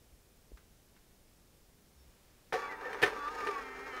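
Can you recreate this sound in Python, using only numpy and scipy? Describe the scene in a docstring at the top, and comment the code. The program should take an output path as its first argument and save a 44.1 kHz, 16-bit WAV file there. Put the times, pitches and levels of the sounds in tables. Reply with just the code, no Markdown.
"""A quiet room, a hand-held microphone close to a small disc drive ejecting its disc.
The mechanism engages with a clack; a little motor whirs through plastic gears, slowing under load.
Sliding levers squeal, the clamp lets go with a loud clunk, levers knock, the disc is pushed out.
Underneath: hiss, faint mains hum, and the hand rumbling and bumping on the microphone."""
import sys
import numpy as np
from scipy import signal
from scipy.fft import rfft, irfft
from scipy.io import wavfile

SR = 44100
rng = np.random.default_rng(int(sys.argv[2]) if len(sys.argv) > 2 else 0)


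def wrap_up_sound(samples):
    """Save the sound to the file named by the first command line argument, as 16-bit audio."""
    columns = np.atleast_2d(samples).T
    # keep every value between -1 and 1, then stretch to whole-number steps
    tamed = np.clip(columns, -1, 1)
    steps = np.round(tamed * 32767).astype(np.int16)
    wavfile.write(sys.argv[1], SR, steps)


N = 176400
T = np.arange(N) / SR
TAIL_S = T[:SR // 2]

# Hiss spectrum. Each row: frequency in Hz, gain in dB.
HISS_COLOUR = [(88, -39), (150, 0), (366, -2.5), (404, -2.5), (1000, -12.5), (2060, -15), (4480, -16.5),
               (5330, -14.5), (5760, -16), (15500, -19)]
# Mains hum, rising as the microphone nears the drive. Each row: time in seconds, level in dB.
HUM_LEVEL = [(2.5, -94), (3.1, -63), (4.0, -66)]
# Faint whine before the start. Each row: frequency in Hz, level in dB.
WHINE_TONES = [(3620, -79), (5432, -72.5)]
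# Spectra of hand rumble, finger brush and handling ticks. Each row: frequency in Hz, gain in dB.
RUMBLE_COLOUR = [(15, -5.5), (35, 3.5), (65, -2), (120, -6), (250, -18.5), (600, -36), (2000, -82)]
BRUSH_COLOUR = [(300, -3), (1000, -2), (2500, -2.5), (5000, -8), (12000, -22)]
TICK_COLOUR = [(400, -8), (1000, -5), (1600, -1), (2600, -7.5), (4500, -16), (12000, -30)]
# Hand bumps. Each row: centre in seconds, level in dB, frequency in Hz, half-width in seconds.
HAND_BUMPS = [(0.136, -51, 53.6, 0.015), (0.5194, -43.5, 332, 0.0011), (0.542, -43.5, 50.6, 0.014),
              (2.021, -58.5, 66.4, 0.065)]
# Handling ticks. Each row: start in seconds, level in dB.
HAND_TICKS = [(.572, -57), (.588, -72), (.962, -60.5)]
# Lever squeals. Each row: start and end in seconds, first and last pitch in Hz, level in dB.
LEVER_SQUEALS = [(2.619, 2.699, 2330, 2240, -55.5), (2.687, 2.758, 2080, 1860, -48),
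                 (2.838, 2.91, 1800, 1794, -48.5)]
# Motor shaft. Each row: time in seconds, speed in turns per second.
SHAFT_SPEED = [(2.52, 92), (2.61, 96.7), (2.69, 94.7), (2.73, 98.8), (2.82, 100.2), (2.95, 100),
               (3.01, 95.5), (3.08, 99.8), (3.14, 100), (3.19, 95.6), (3.24, 96.2), (3.28, 98.5),
               (3.32, 104.3), (3.40, 103.6), (3.44, 98.5), (3.50, 99.5), (3.54, 94.7), (3.58, 93),
               (3.63, 88.8), (3.74, 86.6), (3.88, 89.5), (3.94, 84.6), (4.0, 84.2)]
# Rotor hum. Each row: multiple of shaft speed, level in dB unclamping, level in dB pushing the disc.
ROTOR_TONES = [(2.993, -64.5, -61.5), (4.55, -64, -56), (9, -55, -65), (9.93, -58.5, -86), (12, -67, -67),
               (15, -73, -56.5), (21, -76, -54.5), (24, -81, -56.5), (27, -74, -60.5), (30.6, -89, -73),
               (36, -75, -71)]
# Pinion tooth whine. Each row: time in seconds, level in dB.
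MESH_LEVEL = [(2.53, -55), (2.60, -45), (2.65, -44.5), (2.75, -59), (3.10, -65), (3.17, -39), (3.21, -51),
              (3.27, -40), (3.31, -45), (3.41, -50.5), (3.45, -42.5), (3.51, -39.5), (3.54, -48.5),
              (3.58, -42.5), (3.63, -62.5), (4.0, -59)]
# Tooth buzz under load. Each row: start and end in seconds, level in dB.
LOAD_BUZZES = [(2.56, 2.7, -53.5), (3.174, 3.296, -53), (3.916, 4.056, -50.5)]
# Partials of tooth whine and buzz. Each row: multiple of shaft speed, gain in dB.
MESH_TONES = [(12, 2), (12.4, -17), (13, -12.5), (11, -31)]
BUZZ_TONES = [(15, 3.5), (17, -6), (20, -10), (21, -11), (24, -23), (27, -13), (36, -11.5), (42, -22),
              (48, -16.5), (51, -25)]
# Gear rattle, overall and extra on its treble. Each row: time in seconds, gain in dB.
RATTLE_LEVEL = [(2.53, -43), (2.62, -48.5), (2.72, -44.5), (2.79, -50.5), (2.87, -47), (2.99, -48.5),
                (3.10, -46.5), (3.22, -49.5), (3.35, -47), (3.44, -45), (3.53, -46.5), (3.62, -48.5),
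                (3.78, -50.5), (3.92, -49), (4.0, -48)]
RATTLE_TREBLE = [(2.53, 7.5), (2.66, -0.5), (2.75, -5.5), (3.0, -2.5), (3.2, 2.5), (3.38, 3.5), (3.6, 1),
                 (4.0, 2)]
# Spectra of gear rattle, small-part clatter and contact snap. Each row: frequency in Hz, gain in dB.
RATTLE_COLOUR = [(60, -17.5), (150, -21.5), (230, -9.5), (330, -14), (440, 0), (560, -6), (680, -5),
                 (900, -8), (1050, -4.5), (1300, -2.5), (1900, -4.5), (2450, -10.5), (2900, -18),
                 (3600, -21.5), (4600, -21.5), (6200, -23.5), (7500, -33), (15000, -39.5)]
CLATTER_COLOUR = [(50, -14), (160, -12.5), (250, -9.5), (450, 9), (650, -3.5), (1100, 1), (2000, -2),
                  (3000, -21.5), (4500, -25), (6200, -20.5), (8000, -56), (15000, -49)]
SNAP_COLOUR = [(500, -31), (2500, 16.5), (5500, 2), (7200, -5.5), (9000, -1.5), (12000, -9.5), (15500, -13)]
# Modes of gearbox and plastic case. 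Each row: frequency in Hz, gain in dB, T60 in seconds.
GEARBOX_MODES = [(397.4, -2, 0.23), (454, -6.5, 0.097), (478, -3.5, 0.097), (768.3, 0, 0.16),
                 (901, -0.5, 0.22), (947, -3.5, .11), (1187, 1.5, 0.15), (1259, -2, 0.13), (1335, -9, 0.14),
                 (1561, -3, 0.076), (1782, -0.5, 0.16), (1883, -2.5, 0.058), (2055, -13, 0.069),
                 (2410, -9, .06)]
CASE_MODES = [(402, -17.5, 0.17), (517, -32, 0.072), (735, -16.5, 0.12), (926, -15.5, 0.087),
              (1208, -23, .12), (1315, -16, .08), (1515, -19, 0.1), (1794, 0, 0.067), (2340, -8, 0.036),
              (2507, -6.5, 0.028), (3100, -15.5, 0.056), (3660, -16, 0.045)]
# Latch, clamp and lever knocks. Each row: start in seconds, levels of clatter, case ring, snap
# and thud in dB, thud pitch in Hz.
KNOCKS = [(2.524, -33, -38, -70, -35, 810), (2.528, -34, -46, -39.5, -51, 500),
          (2.539, -31.5, -39, -52, -24.5, 742), (2.546, -50, -51, -52, -28.5, 449),
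          (2.555, -40, -39.5, -59, -29, 517), (2.577, -49, -55, -67, -35, 460),
          (2.854, -43.5, -43, -70, -32.5, 488), (2.882, -47, -64, -71, -36, 486),
          (2.930, -39.5, -39, -48, -34.5, 433.4), (2.945, -37.5, -45, -60, -39, 403),
          (3.018, -33, -53, -37.5, -55, 406), (3.0258, -27, -26, -29, -46, 420),
          (3.031, -27, -22.5, -55, -31, 422), (3.035, -22.5, -15.5, -33, -23.5, 395),
          (3.042, -32, -42, -50, -42, 77), (3.061, -28.5, -51, -43, -37, 451),
          (3.078, -35, -37.5, -55, -55, 400), (3.129, -40, -55, -60, -31, 454),
          (3.163, -40, -60, -73, -42, 477), (3.281, -44, -47, -55, -46, 422),
          (3.408, -41, -44, -54, -47, 404), (3.427, -49, -54, -65, -36, 430),
          (3.464, -38, -66, -52, -41, 400), (3.470, -38, -34.5, -42.5, -29.5, 402),
          (3.487, -37, -35, -54, -32.5, 407), (3.975, -44.5, -40.5, -62, -63, 400)]


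def from_db(db):
    """Decibels to gain."""
    return 10 ** (np.asarray(db) / 20)


def rms_one(x):
    """Scale to unit rms."""
    return x / np.sqrt(np.mean(x ** 2) + 1e-20)


def in_time(rows):
    """Join (seconds, value) points by straight lines."""
    return np.interp(T, *np.transpose(rows))


def swell(start_s, end_s):
    """Rounded arch, peak 1."""
    return np.sqrt(np.clip(1 - (2 * (T - start_s) / (end_s - start_s) - 1) ** 2, 0, 1))


def decay(t60_s):
    """Exponential fade, 60 dB per T60."""
    return from_db(-60 * TAIL_S / t60_s)


def drift(rate_hz):
    """Slow random wander, rms 1."""
    hop, settle = 40, 2000
    pole = np.exp(-2 * np.pi * hop * rate_hz / SR)
    noise = rng.standard_normal(N // hop + settle + 2)
    slow = signal.lfilter([1], [1, -2 * pole, pole * pole], noise)[settle:]
    return np.interp(np.arange(N) / hop, np.arange(len(slow)), rms_one(slow))


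def coloured(x, colour):
    """Filter by a (Hz, dB) curve; rms 1."""
    hz, db = np.transpose(colour)
    bins_hz = np.maximum(np.arange(len(x) // 2 + 1) * SR / len(x), 1)
    gain = from_db(np.interp(np.log(bins_hz), np.log(hz), db))
    return rms_one(irfft(rfft(x) * gain, len(x)))


def burst(colour, t60_s, rise_s=0.00058, room_db=-10.5, room_t60_s=0.27):
    """Dense short resonances dying together, then the room's tail."""
    fade = np.hypot(decay(t60_s), from_db(room_db) * decay(room_t60_s))
    return coloured(rng.standard_normal(len(TAIL_S)), colour) * fade * (1 - np.exp(-TAIL_S / rise_s))


def ring(hz, t60_s):
    """One struck mode."""
    return np.sin(2 * np.pi * hz * TAIL_S) * decay(t60_s)


def body_ring(modes):
    """One blow on a plastic body; mode strengths vary at random."""
    return sum(from_db(db + rng.normal(0, 1.0)) * ring(hz, t60_s) * (-1) ** k
               for k, (hz, db, t60_s) in enumerate(modes))


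def tone(cycles, db, jitter_rad=0.29, waver_db=1.5):
    """Sine with trembling level and phase."""
    level = from_db(db + waver_db * drift(22))
    return np.sqrt(2) * level * np.sin(2 * np.pi * (cycles + rng.random()) + jitter_rad * drift(47))


def background(hiss_db=-66.5, mains_hz=50):
    """Steady hiss, mains hum and one brief whine."""
    whine = swell(1.972, 2.048) * sum(from_db(db) * np.sin(2 * np.pi * hz * T) for hz, db in WHINE_TONES)
    hum = from_db(in_time(HUM_LEVEL)) * np.sin(2 * np.pi * mains_hz * T)
    return whine + hum + from_db(hiss_db) * coloured(rng.standard_normal(N), HISS_COLOUR)


def handling(rumble_db=-66.5, brush_db=-74):
    """The hand rumbles, bumps, brushes and ticks on the microphone housing."""
    out = from_db(rumble_db) * coloured(rng.standard_normal(N), RUMBLE_COLOUR)
    for centre_s, db, hz, half_width_s in HAND_BUMPS:
        t = T - centre_s
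        out += from_db(db) * np.exp(-(t / half_width_s) ** 2) * np.sin(2 * np.pi * hz * t)
    out += from_db(brush_db) * swell(1.89, 2.68) * coloured(rng.standard_normal(N), BRUSH_COLOUR)
    for start_s, db in HAND_TICKS:
        add(out, start_s, from_db(db) * burst(TICK_COLOUR, t60_s=0.068))
    return out


def add(out, start_s, sound):
    """Mix a sound in place."""
    i = int(start_s * SR)
    out[i:i + len(sound)] += sound[:max(N - i, 0)]


def lever_squeals():
    """Plastic sticks and slips as the levers slide; the pitch falls."""
    out = np.zeros(N)
    for start_s, end_s, first_hz, last_hz, db in LEVER_SQUEALS:
        cycles = np.cumsum(in_time([(start_s, first_hz), (end_s, last_hz)])) / SR
        out += swell(start_s, end_s) * tone(cycles, db, jitter_rad=0.31)
    return out


def motor(turns, push_from_s=3.48, push_full_s=3.536, mesh_waver_db=2.5):
    """Rotor hum, tooth whine and buzz under load, all locked to the shaft."""
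    push = in_time([(push_from_s, 0), (push_full_s, 1)])
    hum = sum(tone(k * turns, unclamp_db + push * (push_db - unclamp_db))
              for k, unclamp_db, push_db in ROTOR_TONES)
    whine = sum(tone(k * turns, in_time(MESH_LEVEL) + db + mesh_waver_db * drift(19), jitter_rad=0.15)
                for k, db in MESH_TONES)
    load = sum(from_db(db) * swell(start_s, end_s) for start_s, end_s, db in LOAD_BUZZES)
    buzz = sum(tone(k * turns, db) for k, db in BUZZ_TONES)
    return hum + whine + load * buzz


def gears(turns, pinion_teeth=12, spread_db=2.5, loose_t60_s=0.079, ring_db=-3.5, treble_hz=3120):
    """Teeth tick unevenly into the gearbox; their rubbing partly repeats every turn."""
    contacts = np.diff(np.floor(turns * pinion_teeth), prepend=0)
    ticks = rms_one(contacts * rng.standard_normal(N) * from_db(spread_db * drift(61)))
    scatter = rng.standard_normal(len(TAIL_S)) * decay(loose_t60_s)
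    loose = rms_one(signal.fftconvolve(ticks, scatter)[:N])
    surface = irfft(np.exp(2j * np.pi * rng.random(size=200)))  # roughness over one turn
    surface_turns = np.linspace(0, 1, len(surface), endpoint=False)
    repeating = rms_one(np.interp(turns, surface_turns, surface, period=1))
    rub = 0.27 * repeating * (1 + 0.35 * drift(20)) + 0.33 * ticks
    ringing = rms_one(signal.fftconvolve(ticks, body_ring(GEARBOX_MODES))[:N])
    rattle = coloured(0.65 * loose + rub, RATTLE_COLOUR) + from_db(ring_db) * ringing
    treble = signal.sosfiltfilt(signal.butter(2, treble_hz, "high", fs=SR, output="sos"), rattle)
    rattle += (from_db(in_time(RATTLE_TREBLE)) - 1) * treble
    return from_db(in_time(RATTLE_LEVEL)) * rattle


def knocks(thud_rise_s=0.0024):
    """Each knock shakes small parts, snaps, rings the case and thuds in the struck part."""
    out = np.zeros(N)
    for start_s, clatter_db, case_db, snap_db, thud_db, thud_hz in KNOCKS:
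        clatter = from_db(clatter_db) * burst(CLATTER_COLOUR, t60_s=0.051)
        snap = from_db(snap_db) * burst(SNAP_COLOUR, t60_s=0.068)
        case = from_db(case_db) * body_ring(CASE_MODES)
        thud = from_db(thud_db) * ring(thud_hz, t60_s=0.093) * (1 - np.exp(-TAIL_S / thud_rise_s))
        add(out, start_s, clatter + snap + case + thud)
    return out


def scene():
    """One shaft drives motor tones and gears; squeals, knocks and surroundings join in mono."""
    start_s, spin_up_s, flutter = 2.524, 0.012, 0.004
    turns = np.cumsum(in_time(SHAFT_SPEED) * (1 + flutter * drift(30))) / SR
    fade_in = np.clip((T - start_s) / spin_up_s, 0, 1)
    whir = fade_in * (motor(turns) + gears(turns))
    return (whir + lever_squeals() + knocks() + handling() + background())[None]


def record(dry):
    """Steep low-pass."""
    cutoff_hz = 15700
    return signal.sosfilt(signal.ellip(12, .1, 70, cutoff_hz, fs=SR, output="sos"), dry)


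dry = scene()
out = record(dry)
wrap_up_sound(out)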